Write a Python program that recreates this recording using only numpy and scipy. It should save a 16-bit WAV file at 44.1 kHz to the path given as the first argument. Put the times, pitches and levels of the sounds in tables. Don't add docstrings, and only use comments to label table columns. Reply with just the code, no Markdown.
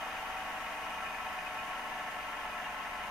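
import sys
import numpy as np
from scipy import signal
from scipy.fft import rfft, irfft
from scipy.io import wavfile
from scipy.ndimage import map_coordinates

SR = 44100
rng = np.random.default_rng(int(sys.argv[2]) if len(sys.argv) > 2 else 0)


def file_out(sig):
    cols = np.atleast_2d(sig).T
    lim = np.clip(cols, -1, 1)
    pcm = np.round(lim * 32767).astype(np.int16)
    wavfile.write(sys.argv[1], SR, pcm)


N = 136710
BIN_HZ = np.fft.rfftfreq(N, 1 / SR)
SIDES = np.array([[.5], [-.5]])

TURN_HZ, SLOWING_PER_S = 25.332, .0194
BALLS, CAGE_RATIO = 6, .615
RING_PAN_DB = 3.5


def undb(db):
    return 10 ** (np.asarray(db) / 20)


def level(x, db):
    return x * undb(db) / np.sqrt(np.mean(x ** 2))


def curve(points):
    hz, value = np.array(points, float).T
    return np.interp(np.log(BIN_HZ + 1), np.log(hz), value)


def bump(hz, width):
    return np.exp(-.5 * ((BIN_HZ - hz) / width) ** 2)


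def causal(gain):
    cepstrum = irfft(np.log(gain), N)
    cepstrum[1:N // 2] *= 2
    cepstrum[N // 2 + 1:] = 0
    return np.exp(rfft(cepstrum))


def walk(rate_hz):
    lowpass = np.exp(-(BIN_HZ / rate_hz) ** 2)
    return level(irfft(rfft(rng.standard_normal(N)) * lowpass, N), 0)


def stereo_noise(colour, shared):
    noise = rng.standard_normal((3, N))
    pair = np.sqrt(shared) * noise[0] + np.sqrt(1 - shared) * noise[1:]
    return irfft(rfft(pair) * undb(curve(colour)), N)


def reflect(x, t60_s, send):
    tail = rng.standard_normal((2, N)) * np.exp(-np.log(1000) * np.arange(N) / SR / t60_s)
    tail /= np.sqrt(np.sum(tail ** 2, axis=1, keepdims=True))
    return x + irfft(rfft(x) * rfft(tail) * send, N)


def background(t):
    # frequency_hz, density_db
    air_spectrum = [(15, -4.5), (42, -4), (75, -2), (130, -8), (320, -7), (600, -21.5), (2000, -21.5),
                    (15000, -35.5)]
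    # pitch_hz, level_db
    hum_partials = [(30, -64.5), (60, -70.5)]
    hum = sum(level(np.sin(2 * np.pi * (hz * t + rng.random())), db) for hz, db in hum_partials)
    return hum + level(stereo_noise(air_spectrum, shared=.66), db=-59)


def cage_hiss(turns):
    # frequency_hz, density_db
    hiss_spectrum = [(2000, 4.5), (4200, -5), (5000, 2), (5400, 3.5), (6400, 3), (7300, -2.5), (8100, -3.5),
                     (9200, 1.5), (11200, -4.5), (13000, -3), (14200, -0.5), (15700, -4)]
    # centre_hz, width_hz, gain_db
    hiss_peaks = [(4910, 62, 8.5), (6170, 220, 4), (9090, 110, 4.5)]
    sheen = undb(sum(db * bump(hz, width) for hz, width, db in hiss_peaks))
    hiss = irfft(rfft(stereo_noise(hiss_spectrum, shared=.17)) * sheen, N)
    hiss = reflect(hiss, t60_s=.069, send=undb(-4.5))
    sway_db = .5 * np.cos(2 * np.pi * (1 - CAGE_RATIO) * turns) - .3 * np.cos(2 * np.pi * turns)
    return level(hiss * undb(sway_db), db=-55.5)


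def metal_ring(force, t, turns):
    # time_s, level_db
    ring_levels = [(0, -55), (.45, -56), (1.0, -54.3), (1.45, -54.5), (1.8, -56), (2.4, -55), (3.1, -57)]
    ring_hz, width_hz, ping_at_turns = 2487, 44, .55
    response = bump(ring_hz, 2 * width_hz) / (1 + 2j * (BIN_HZ - ring_hz) / width_hz)
    rates = (1, CAGE_RATIO, 1 - CAGE_RATIO)
    ping_db = 1.5 * sum(np.cos(2 * np.pi * (rate * turns - ping_at_turns)) for rate in rates)
    ring = level(irfft(rfft(force * undb(ping_db)) * response, N), 0)
    return ring * undb(np.interp(t, *np.array(ring_levels).T) + SIDES * RING_PAN_DB)


def catches(t):
    # peak_s, pitch_hz, level_db
    catch_rings = [(.108, 2460, -52), (.375, 2480, -51), (.388, 760, -43), (.486, 1775, -47),
                   (0.927, 1320, -43), (.929, 2840, -50.5), (1.063, 2470, -48), (1.064, 1780, -45),
                   (1.103, 2460, -49), (1.204, 1314, -47), (1.264, 2480, -52), (1.388, 2490, -46),
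                   (1.428, 1735, -48), (1.466, 2530, -46), (1.593, 2490, -47), (1.738, 1357, -42),
                   (1.923, 742, -40), (1.979, 1743, -45), (2.002, 720, -50), (2.006, 1325, -46),
                   (2.077, 1765, -47), (2.086, 730, -44), (2.3, 1335, -43), (2.333, 1357, -46),
                   (2.391, 1310, -51), (2.427, 1380, -52), (2.533, 2480, -47), (2.548, 1390, -56),
                   (2.658, 2790, -49), (2.789, 760, -47.5), (2.813, 1303, -43), (3.012, 1315, -46)]
    rise_s = .013
    rings = 0
    for (peak_s, hz, db), phase in zip(catch_rings, rng.random(len(catch_rings))):
        age = np.maximum((t - peak_s) / rise_s + 1, 0)
        envelope = undb(db) * (age * np.exp(1 - age)) ** 2
        rings += envelope * np.sqrt(2) * np.sin(2 * np.pi * (hz * (t - peak_s) + phase))
    return rings * undb(SIDES * RING_PAN_DB)


def skid_tones(turns):
    # cycles_per_turn, level_db
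    tones = [(30.5, -58.5), (44.3, -58), (54.5, -57.5)]
    waver_cycles = .26
    return sum(level(np.sin(2 * np.pi * (order * turns + waver_cycles * walk(rate_hz=6.1))), db)
               for order, db in tones)


def race_tones(turns):
    # cycles_per_turn, level_db
    waviness = [(7, -70), (8, -75.5), (9, -65), (10, -69), (12, -66.5), (17, -73), (18, -68.5), (20, -65.5),
                (25, -61.5), (29, -67), (30, -54), (32, -63.5), (35, -69), (36, -57.5), (44, -55)]
    # cycles_per_turn_above_ball_pass, level_db
    ball_tones = [(29, -61.5), (32, -64), (35, -65), (38, -72), (41, -63), (42, -65.5), (43, -70.5),
                  (44, -59), (50, -69), (52, -63.5), (53, -72)]
    ball_pass, flutter_db = BALLS * (1 - CAGE_RATIO), 1.5
    tones = 0
    for order, db in waviness + [(order + ball_pass, db) for order, db in ball_tones]:
        tone = np.sin(2 * np.pi * (order * turns + rng.random()))
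        tones += level(tone * undb(flutter_db * walk(rate_hz=15)), db)
    return tones


def rough_track(laps, starts, bumps):
    profile = rng.standard_normal(bumps)
    contacts = (map_coordinates(profile, [(laps + start) % 1 * bumps], order=1, mode="grid-wrap")
                for start in starts)
    return level(sum(contacts), 0)


def bearing_force(turns):
    # position_turns, decay_turns, jump_db
    rough_spots = [(0.191, 0.095, 5), (0.558, 0.11, 1.5), (0.688, 0.095, 4.5), (.94, 0.01, 7.5)]
    seats = (np.arange(BALLS) + .033 * rng.standard_normal(BALLS)) / BALLS
    cage_turns = CAGE_RATIO * turns + .005 * walk(rate_hz=4)
    races = rough_track(cage_turns, seats, bumps=2048)
    races += rough_track(turns - cage_turns, -seats, bumps=3072)
    rub = undb(-5.5) * rough_track(turns, [0], bumps=1280)
    slip = undb(1.5) * rng.standard_normal(N)
    spots_db = sum(db * np.exp(-((turns - at) % 1) / decay) for at, decay, db in rough_spots)
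    cage_db = -.14 * np.cos(2 * np.pi * CAGE_RATIO * turns)
    beat_db = .26 * np.cos(2 * np.pi * (2 * CAGE_RATIO - 1) * turns)
    wander_db = .31 * walk(rate_hz=29)
    return (level(races, db=-2.5) + rub + slip) * undb(spots_db + cage_db + beat_db + wander_db)


def throb(x, turns):
    # centre_hz, width_hz, swells_per_turn, swing_db, position_turns
    bands = [(730, 200, 1, 1.5, 0.7), (750, 41, 2, 1, 0.15), (1315, 26, 1, -0.2, 0.34)]
    spectrum = rfft(x)
    for hz, width, swells, db, at in bands:
        swing = undb(db * np.cos(2 * np.pi * swells * (turns - at)))
        x = x + irfft(spectrum * bump(hz, width), N) * (swing - 1)
    return x


def whir(vertical, sideways):
    # frequency_hz, gain_db
    body = [(100, -32), (330, -23), (450, -15), (560, -11), (900, -6), (1180, -12.5), (1650, -6),
            (2300, -14.5), (2950, -19), (3400, -18), (4200, -27), (7000, -42.5), (15000, -48.5)]
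    # centre_hz, width_hz, gain_db, left_minus_right_db
    modes = [(650, 68, -5, 0), (743, 64, 0.5, 1.5), (864, 29, -4.5, -13.5), (906, 87, -1.5, 4.5),
             (1004, 51, -8, 16.5), (1106, 56, 0.1, -1), (1218, 19, -6, -13.5), (1326.5, 38, 4, 5),
             (1514, 41, -1.5, 5), (1743, 37, -1.5, -1), (1945, 304, -5.5, 4.5), (2360, 210, -11.5, 6),
             (2684, 71, -11, 10), (2832, 78, -7, -2), (2940, 39, -9, -4), (3190, 45, -21, 23)]
    # centre_hz, width_hz, depth_db
    dips = [(827, 13, 2), (1181, 15.4, 4.5), (2470, 37, 8), (2670, 31, 4.5), (3036, 72, -3),
            (3390, 48, 5.5)]
    # frequency_hz, lead_rad
    port_phase = [(100, 0), (1150, 0), (1260, .7), (1350, -.6), (1520, 1.4), (1680, -.3), (2200, 0),
                  (2550, .6), (2700, -2.6), (2880, 0), (3100, -1.2), (4500, -.6), (9000, .8)]
    # frequency_hz, gain_db
    rocking = [(300, -2.5), (700, -17.5), (1080, -28), (1400, -2.5), (1750, -10), (2200, 1), (2600, 1),
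               (3200, -3), (6000, -7)]
    # frequency_hz, gain_db
    room_send = [(700, -31), (2000, -14), (6000, 1.5)]
    power = undb(curve(body)) ** 2
    for hz, width, db, pan_db in modes:
        power = power + undb(db + SIDES * pan_db) ** 2 / (1 + 2 * ((BIN_HZ - hz) / width) ** 2) ** 2
    gain = np.sqrt(power) * undb(-sum(db * bump(hz, width) for hz, width, db in dips))
    phase = np.angle(causal(gain.mean(axis=0))) + SIDES * curve(port_phase)
    drive = rfft(vertical) + 2 * SIDES * undb(curve(rocking)) * rfft(sideways)
    direct = irfft(drive * gain * np.exp(1j * phase), N)
    return level(reflect(direct, t60_s=.15, send=undb(curve(room_send))), db=-40.5)


def scene():
    t = np.arange(N) / SR
    turns = TURN_HZ * (t - SLOWING_PER_S * t ** 2 / 2)
    vertical, sideways = bearing_force(turns), bearing_force(turns)
    rolling = throb(whir(vertical, sideways) + race_tones(turns) + skid_tones(turns), turns)
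    rolling_fade_db_per_s, hiss_fade_db_per_s = .27, .6
    since_middle_s = t - t.mean()
    rolling *= undb(-rolling_fade_db_per_s * since_middle_s)
    hiss = cage_hiss(turns) * undb(-hiss_fade_db_per_s * since_middle_s)
    return rolling + metal_ring(vertical, t, turns) + hiss + background(t) + catches(t)


def record(dry):
    cutoff_hz = 15520
    return signal.sosfilt(signal.ellip(10, .1, 70, cutoff_hz, fs=SR, output="sos"), dry)


dry = scene()
out = record(dry)
file_out(out)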